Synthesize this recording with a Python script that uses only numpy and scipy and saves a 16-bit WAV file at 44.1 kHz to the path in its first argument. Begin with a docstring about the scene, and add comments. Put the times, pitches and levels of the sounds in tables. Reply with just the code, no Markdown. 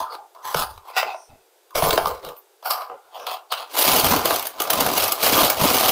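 """On a wooden table an empty cardboard carton is slid, set down, tipped over and nudged: clicking friction
and knocks drive the resonances of card, and narrow noise sings where something rubs.
Then a paper bag is lifted and tilted: dense small buckles swish, creases snap as short bursts of slips.
Decaying low tones with puffs of noise make dull bumps of the carton and later flaps of the bag wall.
Throughout: a small hard-walled room and steady hiss, alike in both channels."""
import sys
import numpy as np
from scipy import signal
from scipy.fft import rfft, irfft
from scipy.io import wavfile
from scipy.ndimage import uniform_filter1d

SR = 44100
rng = np.random.default_rng(int(sys.argv[2]) if len(sys.argv) > 2 else 0)


def put_to_file(sound):
    """Save the sound as 16-bit audio at rate SR, in the file named by the first command-line argument."""
    columns = np.atleast_2d(sound).T  # one column per channel
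    safe = np.clip(columns, -1, 1)
    whole_steps = np.round(safe * 32767)
    wavfile.write(sys.argv[1], SR, whole_steps.astype(np.int16))


N = 260631
TIME = np.arange(N) / SR


def from_db(db):
    """Decibels to amplitude gain."""
    return 10 ** (np.asarray(db) / 20)


def rms_one(x):
    """Scale to unit power."""
    return x / np.sqrt(np.mean(x ** 2) + 1e-20)


def at_hz(points, hz):
    """Read a table on a log-frequency axis."""
    points = np.array(points)
    return np.interp(np.log(hz + 1), np.log(points[:, 0]), points[:, 1])


def band(x, edges_hz, order=4):
    """Causal band-pass."""
    return signal.sosfilt(signal.butter(order, edges_hz, "band", fs=SR, output="sos"), x + 1e-18)


def convolve(x, response):
    """Pass a sound through an impulse response."""
    return signal.fftconvolve(x, response)[:len(x)]


def add(track, s, sound):
    """Mix a sound into a track at a time in seconds."""
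    at = max(0, round(s * SR))
    track[at:at + len(sound)] += sound[:N - at]


def drift(per_s):
    """Smooth random curve of RMS 1, with per_s knots each second."""
    knots = rng.standard_normal(int(N / SR * per_s) + 2)
    return rms_one(np.interp(TIME * per_s, np.arange(len(knots)), knots))


def body(colour, modes, modes_db, ripple_db, detune=0.043, damping_hz=70, size=4096):
    """Impulse response of one facet: a few detuned resonances over a randomly rippled mass of damped ones."""
    hz = np.fft.rfftfreq(size, 1 / SR)
    power = from_db(at_hz(colour, hz)) ** 2
    for centre_hz, width_hz, db in modes:
        tuned_hz = centre_hz * (1 + detune * (2 * rng.random() - 1))
        offset = (hz - tuned_hz) / (width_hz + damping_hz)   # the hand damps every mode
        power = power + from_db(db + modes_db) ** 2 / (1 + offset ** 2) ** 2
    ripple = np.interp(np.sqrt(hz / hz[-1]), np.linspace(0, 1, 48), rng.standard_normal(48))
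    log_power = np.log(power * from_db(ripple_db * ripple) ** 2)
    cepstrum = irfft(log_power)[:size // 2]   # minimum phase: nothing sounds early
    cepstrum[0] /= 2
    return irfft(np.exp(rfft(cepstrum, size)))


# Each row: frequency in Hz, spectral level in dB, relative.
HISS_COLOUR = [(180, -30), (300, -14), (342, -4), (391, -0.5), (835, -7.5), (1260, -13.5), (2320, -17),
               (3450, -17), (7880, -19.5), (15500, -19.5)]
HISS_RMS_DB = -59


def hiss():
    """Quiet room air and microphone hiss: coloured steady noise with no bass."""
    air = convolve(rng.standard_normal(N), body(HISS_COLOUR, [], modes_db=0, ripple_db=-1.5))
    return from_db(HISS_RMS_DB) * rms_one(band(air, (310, 17000), order=10))


# Reverberation of the bare room. Each row: frequency in Hz, time to decay by 60 dB in seconds.
ROOM_T60 = [(400, 0.22), (1200, 0.31), (3700, 0.11), (10000, 0.17)]


def room(x, wet_db, gap_s, size=26000):
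    """Diffuse reflections from bare walls: noise bands, each decaying at its own rate, after a gap."""
    t, tail = TIME[:size], 0
    edges_hz = np.geomspace(330, 17000, 8)
    for low_hz, high_hz in zip(edges_hz, edges_hz[1:]):
        t60_s = at_hz(ROOM_T60, np.sqrt(low_hz * high_hz))
        noise = band(rng.standard_normal(size) * (t > gap_s), (low_hz, high_hz), order=2)
        tail = tail + noise * from_db(-60 * t / t60_s)
    return x + from_db(wet_db) * convolve(x, tail / np.sqrt(np.sum(tail ** 2)))


# Dull bumps of the carton and flaps of the bag wall. Each row: start in seconds, level in dB before trim.
BUMPS = [(0.555, -19), (1.831, -13.5), (4.037, -17), (4.117, -28), (4.81, -21), (5.43, -23), (5.618, -10)]


def bumps(pitch_hz, decay_s, puff_db, trim_db, size=6000):
    """A broad panel gives way: a few low cycles and a puff of air, dying exponentially."""
    out, t = np.zeros(N), TIME[:size]
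    for s, level_db in BUMPS:
        puff = from_db(puff_db) * rms_one(band(rng.standard_normal(size), (45, 280), order=2))
        tone = np.sin(2 * np.pi * pitch_hz * t)
        add(out, s, from_db(level_db + trim_db) * (tone + puff) * np.exp(-t / decay_s))
    return out


# Card or fingers rub and one panel of carton or table sings.
# Each row: start in seconds, length in seconds, starting pitch in Hz, level at mid-rub in dB.
RUBS = [(0.001, .165, 1260, -39.5), (.091, .082, 4540, -45.5), (.11, .18, 795, -45),
        (.421, .118, 6150, -47.5), (.427, .108, 1730, -43.5), (.431, .095, 968, -35), (.56, .285, 62, -47),
        (.868, .07, 2410, -53.5), (1.015, .086, 442, -43), (1.072, .245, 5850, -56),
        (1.096, .215, 9250, -60), (1.702, .058, 1112, -47), (1.916, .048, 472, -27.5), (1.98, .22, 72, -43),
        (2.107, .108, 4030, -56.5), (2.22, .084, 512, -39), (2.226, .072, 3860, -45.5),
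        (2.357, .048, 14050, -45), (2.637, .118, 14550, -32), (2.64, .138, 738, -33.5),
        (2.696, .032, 5100, -29.5), (2.888, .094, 498, -42), (3.134, .05, 3100, -45.5),
        (3.156, .118, 532, -42.5), (3.171, .1, 5700, -51), (3.503, .023, 4500, -37)]
RUB_WIDTH_HZ, RUB_WIDTH_SHARE = 45, .12   # resonance width: fixed part plus share of pitch
RUB_SAG_SHARE = 0.0236   # fall of pitch as the finger slows


def rubs():
    """Friction feeds one narrow resonance: low-passed noise moved up to a gliding pitch."""
    out = np.zeros(N)
    for s, length_s, hz, level_db in RUBS:
        along = np.clip((TIME - s) / length_s, 0, 1)
        on = (along > 0) & (along < 1)
        phase = 2 * np.pi * np.cumsum(hz * (1 - RUB_SAG_SHARE * along[on])) / SR
        width_hz = RUB_WIDTH_HZ + RUB_WIDTH_SHARE * hz
        low_pass = signal.butter(2, width_hz / 2, fs=SR, output="sos")
        noise = signal.sosfilt(low_pass, rng.standard_normal((2, SR)))[:, :len(phase)]
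        singing = rms_one(noise[0] * np.cos(phase) + noise[1] * np.sin(phase))
        out[on] += from_db(level_db) * np.sin(np.pi * along[on]) * singing
    return out


CROSSOVERS_HZ, CROSSOVER_ORDERS = (300, 1600, 6500), (7, 3, 3)
CROSSOVERS = [[signal.butter(order, hz, kind, fs=SR, output="sos") for kind in ("low", "high")]
              for hz, order in zip(CROSSOVERS_HZ, CROSSOVER_ORDERS)]


def registers(x):
    """Split a sound into rumble, hollow, rasp and sizzle, in phase with each other."""
    parts = [x + 1e-18]
    for low, high in CROSSOVERS:
        pairs = [(signal.sosfilt(low, part), signal.sosfilt(high, part)) for part in parts]
        parts = [below + above for below, above in pairs[:-1]] + list(pairs[-1])
    return parts


RASP_SHARE = 0.72   # share of the brightness given to the rasp; the sizzle gets all


def voicing(level_db, bright_db):
    """Levels of hollow, rasp and sizzle: a faster, drier contact tilts the sound to the treble."""
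    return level_db, level_db + RASP_SHARE * bright_db, level_db + bright_db


EASE_DB_PER_S = 5   # before PRESSURE_LAW


def pressure_db(t, s, attack_s, hold_s, release_s):
    """One stroke of the hand: it presses, slowly eases off and lets go."""
    press_db = -20 * np.maximum((s - t) / attack_s, 0)
    ease_db = -EASE_DB_PER_S * np.clip(t - s, 0, hold_s)
    let_go_db = -20 * np.maximum((t - s - hold_s) / release_s, 0)
    return press_db + ease_db + let_go_db


PRESSURE_LAW = (1.7, 1.1, 1.236, 1.4)   # exponents of rumble, hollow, rasp, sizzle


def effort(strokes, t):
    """Gains of the four registers at times t: powers of the pressure; overlapping strokes add in power."""
    power = 0
    for *shape, level_db, bright_db, rumble_db in strokes:
        gains = from_db([level_db + rumble_db, *voicing(level_db, bright_db)])
        pressed_db = np.maximum(pressure_db(t, *shape), -120)
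        power = power + (gains[:, None] * from_db(np.outer(PRESSURE_LAW, pressed_db))) ** 2
    return np.sqrt(power)


def crackle(per_s, spread_db, clump_db, clumps_per_s, rub_db):
    """Fibres catch and slip: clicks of very unequal size, in clumps, over smooth rubbing."""
    sizes = from_db(spread_db * np.minimum(rng.exponential(1, N), 4))
    clicks = sizes * rng.choice([-1, 1], N) * (rng.random(N) < per_s / SR)
    rubbing = from_db(rub_db) * rng.standard_normal(N)
    force = (rms_one(clicks) + rubbing) * from_db(clump_db * drift(clumps_per_s))
    return force / np.sqrt(uniform_filter1d(force ** 2, size=1800) + 1e-9)   # the hand keeps the work steady


UNSTEADY_DB, UNSTEADY_PER_S = 0.5, 44   # the pressure wavers


def rustle(strokes, force, facets, shifts_per_s, trims_db):
    """Slips wander from facet to facet; pressure and speed set how strongly each register speaks."""
    span_s = np.array([strokes[0][0] - .15, strokes[-1][0] + .5])
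    start, end = np.clip(span_s * SR, 0, N).astype(int)
    active = np.argmax([(drift(shifts_per_s) + rng.random(N))[start:end] for facet in facets], axis=0)
    sheet = sum(convolve(force[start:end] * (active == k), facet) for k, facet in enumerate(facets))
    out = np.zeros(N)
    for part, gain, trim_db in zip(registers(sheet), effort(strokes, TIME[start:end]), trims_db):
        out[start:end] += rms_one(part) * gain * from_db(trim_db)
    return out * from_db(UNSTEADY_DB * drift(UNSTEADY_PER_S))


def hits(rows, facets, rise_s, decay_s, contact_hz, crack_db, trims_db, size=3000):
    """Each hit is an avalanche of tiny slips that swells to one crack, dies and leaves its facet ringing."""
    lead_s, crest_s = .012, .002
    out, t = np.zeros(N), TIME[:size] - lead_s - crest_s
    swell = np.exp(np.minimum(t / rise_s, -t / decay_s))
    for (s, level_db, bright_db, peak_db), facet in zip(rows, facets):
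        slips, grit = rng.standard_normal((2, size))
        ring = convolve(swell * slips * from_db(2.45 * grit), facet)
        for part, db, trim_db in zip(registers(ring)[1:], voicing(level_db, bright_db), trims_db):
            add(out, s - lead_s, from_db(db + trim_db) * rms_one(part))
        crack = band(facet, (450, min(contact_hz, .4 * SR)), order=4)   # a softer contact is duller
        add(out, s + crest_s, from_db(peak_db + crack_db) * crack / np.abs(crack).max())
    return out


# Card without its modes. Each row: frequency in Hz, spectral level in dB, relative.
CARD = [(30, -6), (60, -15.5), (110, -14.5), (160, -9), (290, -32), (450, -5.5), (700, 3.5), (1130, 7),
        (1830, -13), (3600, -7.5), (4900, -10.5), (7300, -20), (10500, -15), (15000, -12)]
# Carton tipped over. Each row: centre in Hz before detuning, width in Hz before damping, dB before trim.
TOPPLE_MODES = [(480, 17, 5), (668, 21, 7), (850, 42, -14), (2175, 80, -10), (2850, 86, -16.5),
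                (3420, 360, -14), (4940, 24, -24), (6040, 61, -24)]
# Carton meets table. Each row: start in seconds, level in dB, brightness in dB re level, crack in dB;
# before trims.
KNOCKS = [(0.122, -34.5, -21, -13), (0.149, -32.5, -19, -15), (0.348, -48, -10, -31),
          (0.544, -18.5, -10.5, 4.5), (0.619, -24, -15, -13), (0.776, -42.5, -9, -34), (0.964, -32, -2, -7),
          (1.028, -22, -20, 2), (1.143, -34, -27, -6.5), (1.706, -59.5, 6, -37), (1.753, -25.5, -6, -10),
          (1.822, -18.5, -21, 0), (1.838, -24.5, -10, 2), (1.906, -23, 4.5, 0), (1.928, -22.5, -5, -6),
          (1.976, -18, -5.5, 12.5), (2.056, -21, -13, 7), (2.104, -29, -33, -5.5), (2.228, -47, -11, -19),
          (2.247, -49.5, 10.5, -14), (2.287, -47.5, 7.5, -18), (2.365, -65, 12, -38),
          (2.626, -42, -13, -18), (2.707, -30, 7.5, -6), (2.818, -34.5, -16, -17), (2.897, -36, -35, -11),
          (3.266, -31, -4, -22), (3.521, -28, -2, 0)]


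def carton_knocks():
    """Card knocks on wood: a fast avalanche of slips and a dull crack, each on a fresh facet."""
    facets = [body(CARD, TOPPLE_MODES, modes_db=-4, ripple_db=4.5) for row in KNOCKS]
    return hits(KNOCKS, facets, rise_s=0.0014, decay_s=.003, contact_hz=2290, crack_db=-14,
                trims_db=(-9, -7.5, -8))


# Carton pushed, stood, nudged, gripped. Each row: centre in Hz before detuning, width in Hz before damping,
# dB before trim.
PUSH_MODES = [(957, 94, 14.5), (3370, 64, -3), (4080, 160, -5.5), (4750, 210, -8.5)]
STAND_MODES = [(737, 29, 11), (1030, 64, 4), (1390, 17, -1), (1980, 30, -3), (2590, 80, -0.5),
               (3900, 65, -7), (4340, 22, -9), (4200, 28, -17), (4980, 120, -10)]
NUDGE_MODES = [(735, 8.2, 9.5), (1334, 100, 5), (2750, 290, -1.5), (4440, 240, 0), (4680, 80, -10),
               (5460, 110, -4)]
GRIP_MODES = [(692, 23, 4.5), (1020, 47, -12), (2610, 32, -10), (3320, 250, -8.5), (3760, 79, -18),
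              (4300, 53, -17), (4960, 44, -23)]
# Ways of holding the carton, in turn. Each row: modes, rasp trim in dB.
HOLDS = [(PUSH_MODES, -1.3), (STAND_MODES, 9.8), (TOPPLE_MODES, -5), (NUDGE_MODES, -3.5), (GRIP_MODES, 2.7)]
HOLD_CHANGES_S = (.93, 1.6, 2.5, 3.1)
# Carton over table. Each row: end of attack in seconds, attack, hold and release in seconds, level in dB,
# brightness and rumble in dB re level. Attack and release span 20 dB before PRESSURE_LAW; levels before trims.
SCRAPES = [ (0.002, .01, 0.01, 0.071, -26, -11.5, -20), (0.047, .05, 0.042, .08, -45, -22, -50),
           (0.135, 0.074, .012, 0.037, -33, -13.5, -55), (.35, 0.0069, .07, .1, -45.5, -23, -42),
           (0.453, .035, 0.096, .07, -35, -2, -29), (0.57, 0.032, 0.047, 0.069, -25.5, 0, -15),
           (0.697, 0.037, 0.012, 0.096, -45.5, 0, -10), (0.884, 0.065, 0.022, 0.036, -38, -11, -48),
           (0.975, 0.028, 0.013, 0.063, -20.5, -7.5, -53), (1.027, .03, 0.086, 0.087, -32.5, -23, -38),
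           (1.296, .015, 0.039, 0.12, -55, -27, 2.5), (1.757, 0.013, 0.029, 0.12, -21, -2.5, -12),
           (1.832, 0.039, 0.057, 0.095, -23, -1.5, -8), (1.926, 0.022, 0.022, 0.13, -25.5, -3.5, -8),
           (2.01, 0.034, 0.07, .19, -28.5, -10, -11.5), (2.073, .02, .01, 0.03, -32, 4, -10),
           (2.24, 0.014, 0.059, 0.085, -37, -11, -12.5), (2.66, 0.022, 0.01, 0.043, -25.5, -2.5, -43),
           (2.706, .016, .012, 0.077, -25.5, 0.5, -55), (2.76, 0.054, 0.064, 0.091, -33.5, -13, -55),
           (2.898, .01, 0.0081, 0.12, -36, -38, -56), (3.05, 0.033, 0.046, .1, -55.5, -18, -30),
           (3.147, 0.035, 0.097, 0.046, -38, -13.5, -49), (3.269, 0.011, 0.064, 0.063, -28.5, -8, -38),
           (3.521, 0.017, 0.012, 0.051, -27.5, -2, -32), (3.576, .03, 0.044, 0.07, -33, -7.5, -36)]


def carton_scrapes(count=6):
    """Card drags on wood: stick-slip crackle wanders over facets that change with the hold."""
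    force = crackle(per_s=2500, spread_db=4.5, clump_db=1.5, clumps_per_s=170, rub_db=-2.0)
    out = np.zeros(N)
    for index, (modes, rasp_db) in enumerate(HOLDS):
        strokes = [stroke for stroke in SCRAPES if np.searchsorted(HOLD_CHANGES_S, stroke[0]) == index]
        facets = [body(CARD, modes, modes_db=3.5, ripple_db=4.5) for k in range(count)]
        out += rustle(strokes, force, facets, shifts_per_s=18, trims_db=(0.6, -0.7, rasp_db, 1.4))
    return out


# Paper without its modes. Each row: frequency in Hz, spectral level in dB, relative.
PAPER = [(30, -22), (62, -13.5), (100, -10.5), (160, -12), (340, -4), (680, 2), (1200, -0.5), (1800, -12.5),
         (2800, -7.5), (5000, -9), (7500, -13), (10500, -7), (14800, -2), (16000, -6)]
# Bag resonances. Each row: centre in Hz before detuning, width in Hz before damping, dB before trim.
BAG_MODES = [(268, 8, -0.5), (660, 69, -2.5), (3460, 290, -6)]


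def paper_facets(count):
    """Facets of stiff paper, each detuned and rippled at random."""
    return [body(PAPER, BAG_MODES, modes_db=-9.5, ripple_db=3.5) for k in range(count)]


# One row per pull or turn of the arm. Each row: end of attack in seconds, attack, hold and release in seconds,
# level in dB, brightness and rumble in dB re level. Spans and trims as in SCRAPES.
SWISHES = [ (3.786, 0.071, 0.069, 0.051, -23.5, 5, -55), (3.866, .03, 0.12, 0.11, -21.5, 1.3, -9),
           (4.055, 0.074, 0.066, 0.074, -25, 3, -4), (4.125, .03, 0.056, .06, -22.5, -5.5, -3),
           (4.205, 0.1, .04, .04, -27, -10, -11), (4.258, 0.023, 0.075, .17, -27, 0, -9),
           (4.426, .05, 0.028, 0.13, -39.5, 0, -20), (4.6, 0.052, 0.19, .1, -31.5, -8.5, -21),
           (4.8, 0.25, 0.097, 0.23, -25, -3.5, -5.5), (4.98, 0.13, 0.059, 0.23, -25, 1.5, -12),
           (5.238, 0.069, 0.038, 0.12, -23, 4.5, -13), (5.33, 0.12, .12, 0.19, -20, -1, -8.5),
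           (5.612, 0.081, 0.079, .1, -21, -1, -5.5), (5.75, 0.19, 0.14, .1, -21.5, 1.5, -12)]


def bag_swishes(count=20):
    """Stiff paper crumples in a dense stream of small buckles that wanders quickly over its facets."""
    force = crackle(per_s=3000, spread_db=3.6, clump_db=2.2, clumps_per_s=200, rub_db=-4)
    return rustle(SWISHES, force, paper_facets(count), shifts_per_s=90, trims_db=(0.36, 0.48, -0.8, 0.92))


SMALL_SNAP_DB, SMALL_SNAP_SPREAD_DB, SMALL_SNAP_BRIGHT_DB = -13, 6, 0   # re swish, before trims


def small_snaps(count):
    """Small creases give at random times, as strongly as the bag is being worked."""
    when, size, bright = rng.random(count), rng.standard_normal(count), rng.standard_normal(count)
    s = SWISHES[0][0] + when * (TIME[-1] - SWISHES[0][0])
    swish_db = 20 * np.log10(effort(SWISHES, s)[1])   # hollow register
    level_db = swish_db + SMALL_SNAP_DB + SMALL_SNAP_SPREAD_DB * size
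    bright_db = SMALL_SNAP_BRIGHT_DB + SMALL_SNAP_SPREAD_DB * bright
    return list(zip(s, level_db, bright_db))


# Big creases snap through. Each row: start in seconds, level in dB, brightness in dB re level; before trims.
SNAPS = [(3.887, -27, 3), (3.915, -24.5, 5), (3.961, -29, 9), (3.997, -24.5, 5.5), (4.043, -18, -1),
         (4.12, -15, -14), (4.255, -17, -2.5), (4.306, -17, -9), (4.34, -35.5, 8), (4.359, -28.5, 4.5),
         (4.394, -31, 4.5), (4.425, -39.5, 10), (4.455, -37, 6), (4.468, -42, 16.5), (4.601, -23, 1),
         (4.618, -34, 11.5), (4.702, -21, 6), (4.731, -23.5, 4), (4.805, -19, 1.5), (4.863, -19.5, -7.5),
         (4.977, -25.5, 7), (5.038, -29, 8.5), (5.079, -33, 9), (5.12, -25.5, 8), (5.271, -23.5, -2),
         (5.405, -19.5, -1), (5.447, -32, 12), (5.499, -22, 6), (5.881, -26, 4)]


def bag_snaps():
    """Creases snap through: short avalanches of slips with a bright crack that follows the treble."""
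    snaps = [(s, db, bright_db, db + bright_db) for s, db, bright_db in SNAPS + small_snaps(count=26)]
    return hits(snaps, paper_facets(len(snaps)), rise_s=0.0019, decay_s=0.0043, contact_hz=9500,
                crack_db=-9.0, trims_db=(-8.5, -10.5, -5.8))


def scene():
    """Carton and bag in the room, alike in both channels."""
    carton = carton_scrapes() + carton_knocks() + rubs()
    bag = bag_swishes() + bag_snaps()
    panels = bumps(pitch_hz=157.6, decay_s=0.013, puff_db=-17.0, trim_db=-4.5)
    mono = room(carton + bag + panels, wet_db=-9.5, gap_s=0.00459) + hiss()
    return np.stack([mono, mono])


CUTOFF_HZ = 15550


def record(dry, top=0.51):
    """Only the tallest peaks are rounded; the highest treble is cut."""
    rounded = dry / (1 + (dry / top) ** 8) ** (1 / 8)
    return signal.sosfilt(signal.ellip(10, .3, 80, CUTOFF_HZ, fs=SR, output="sos"), rounded)


dry = scene()
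out = record(dry)
put_to_file(out)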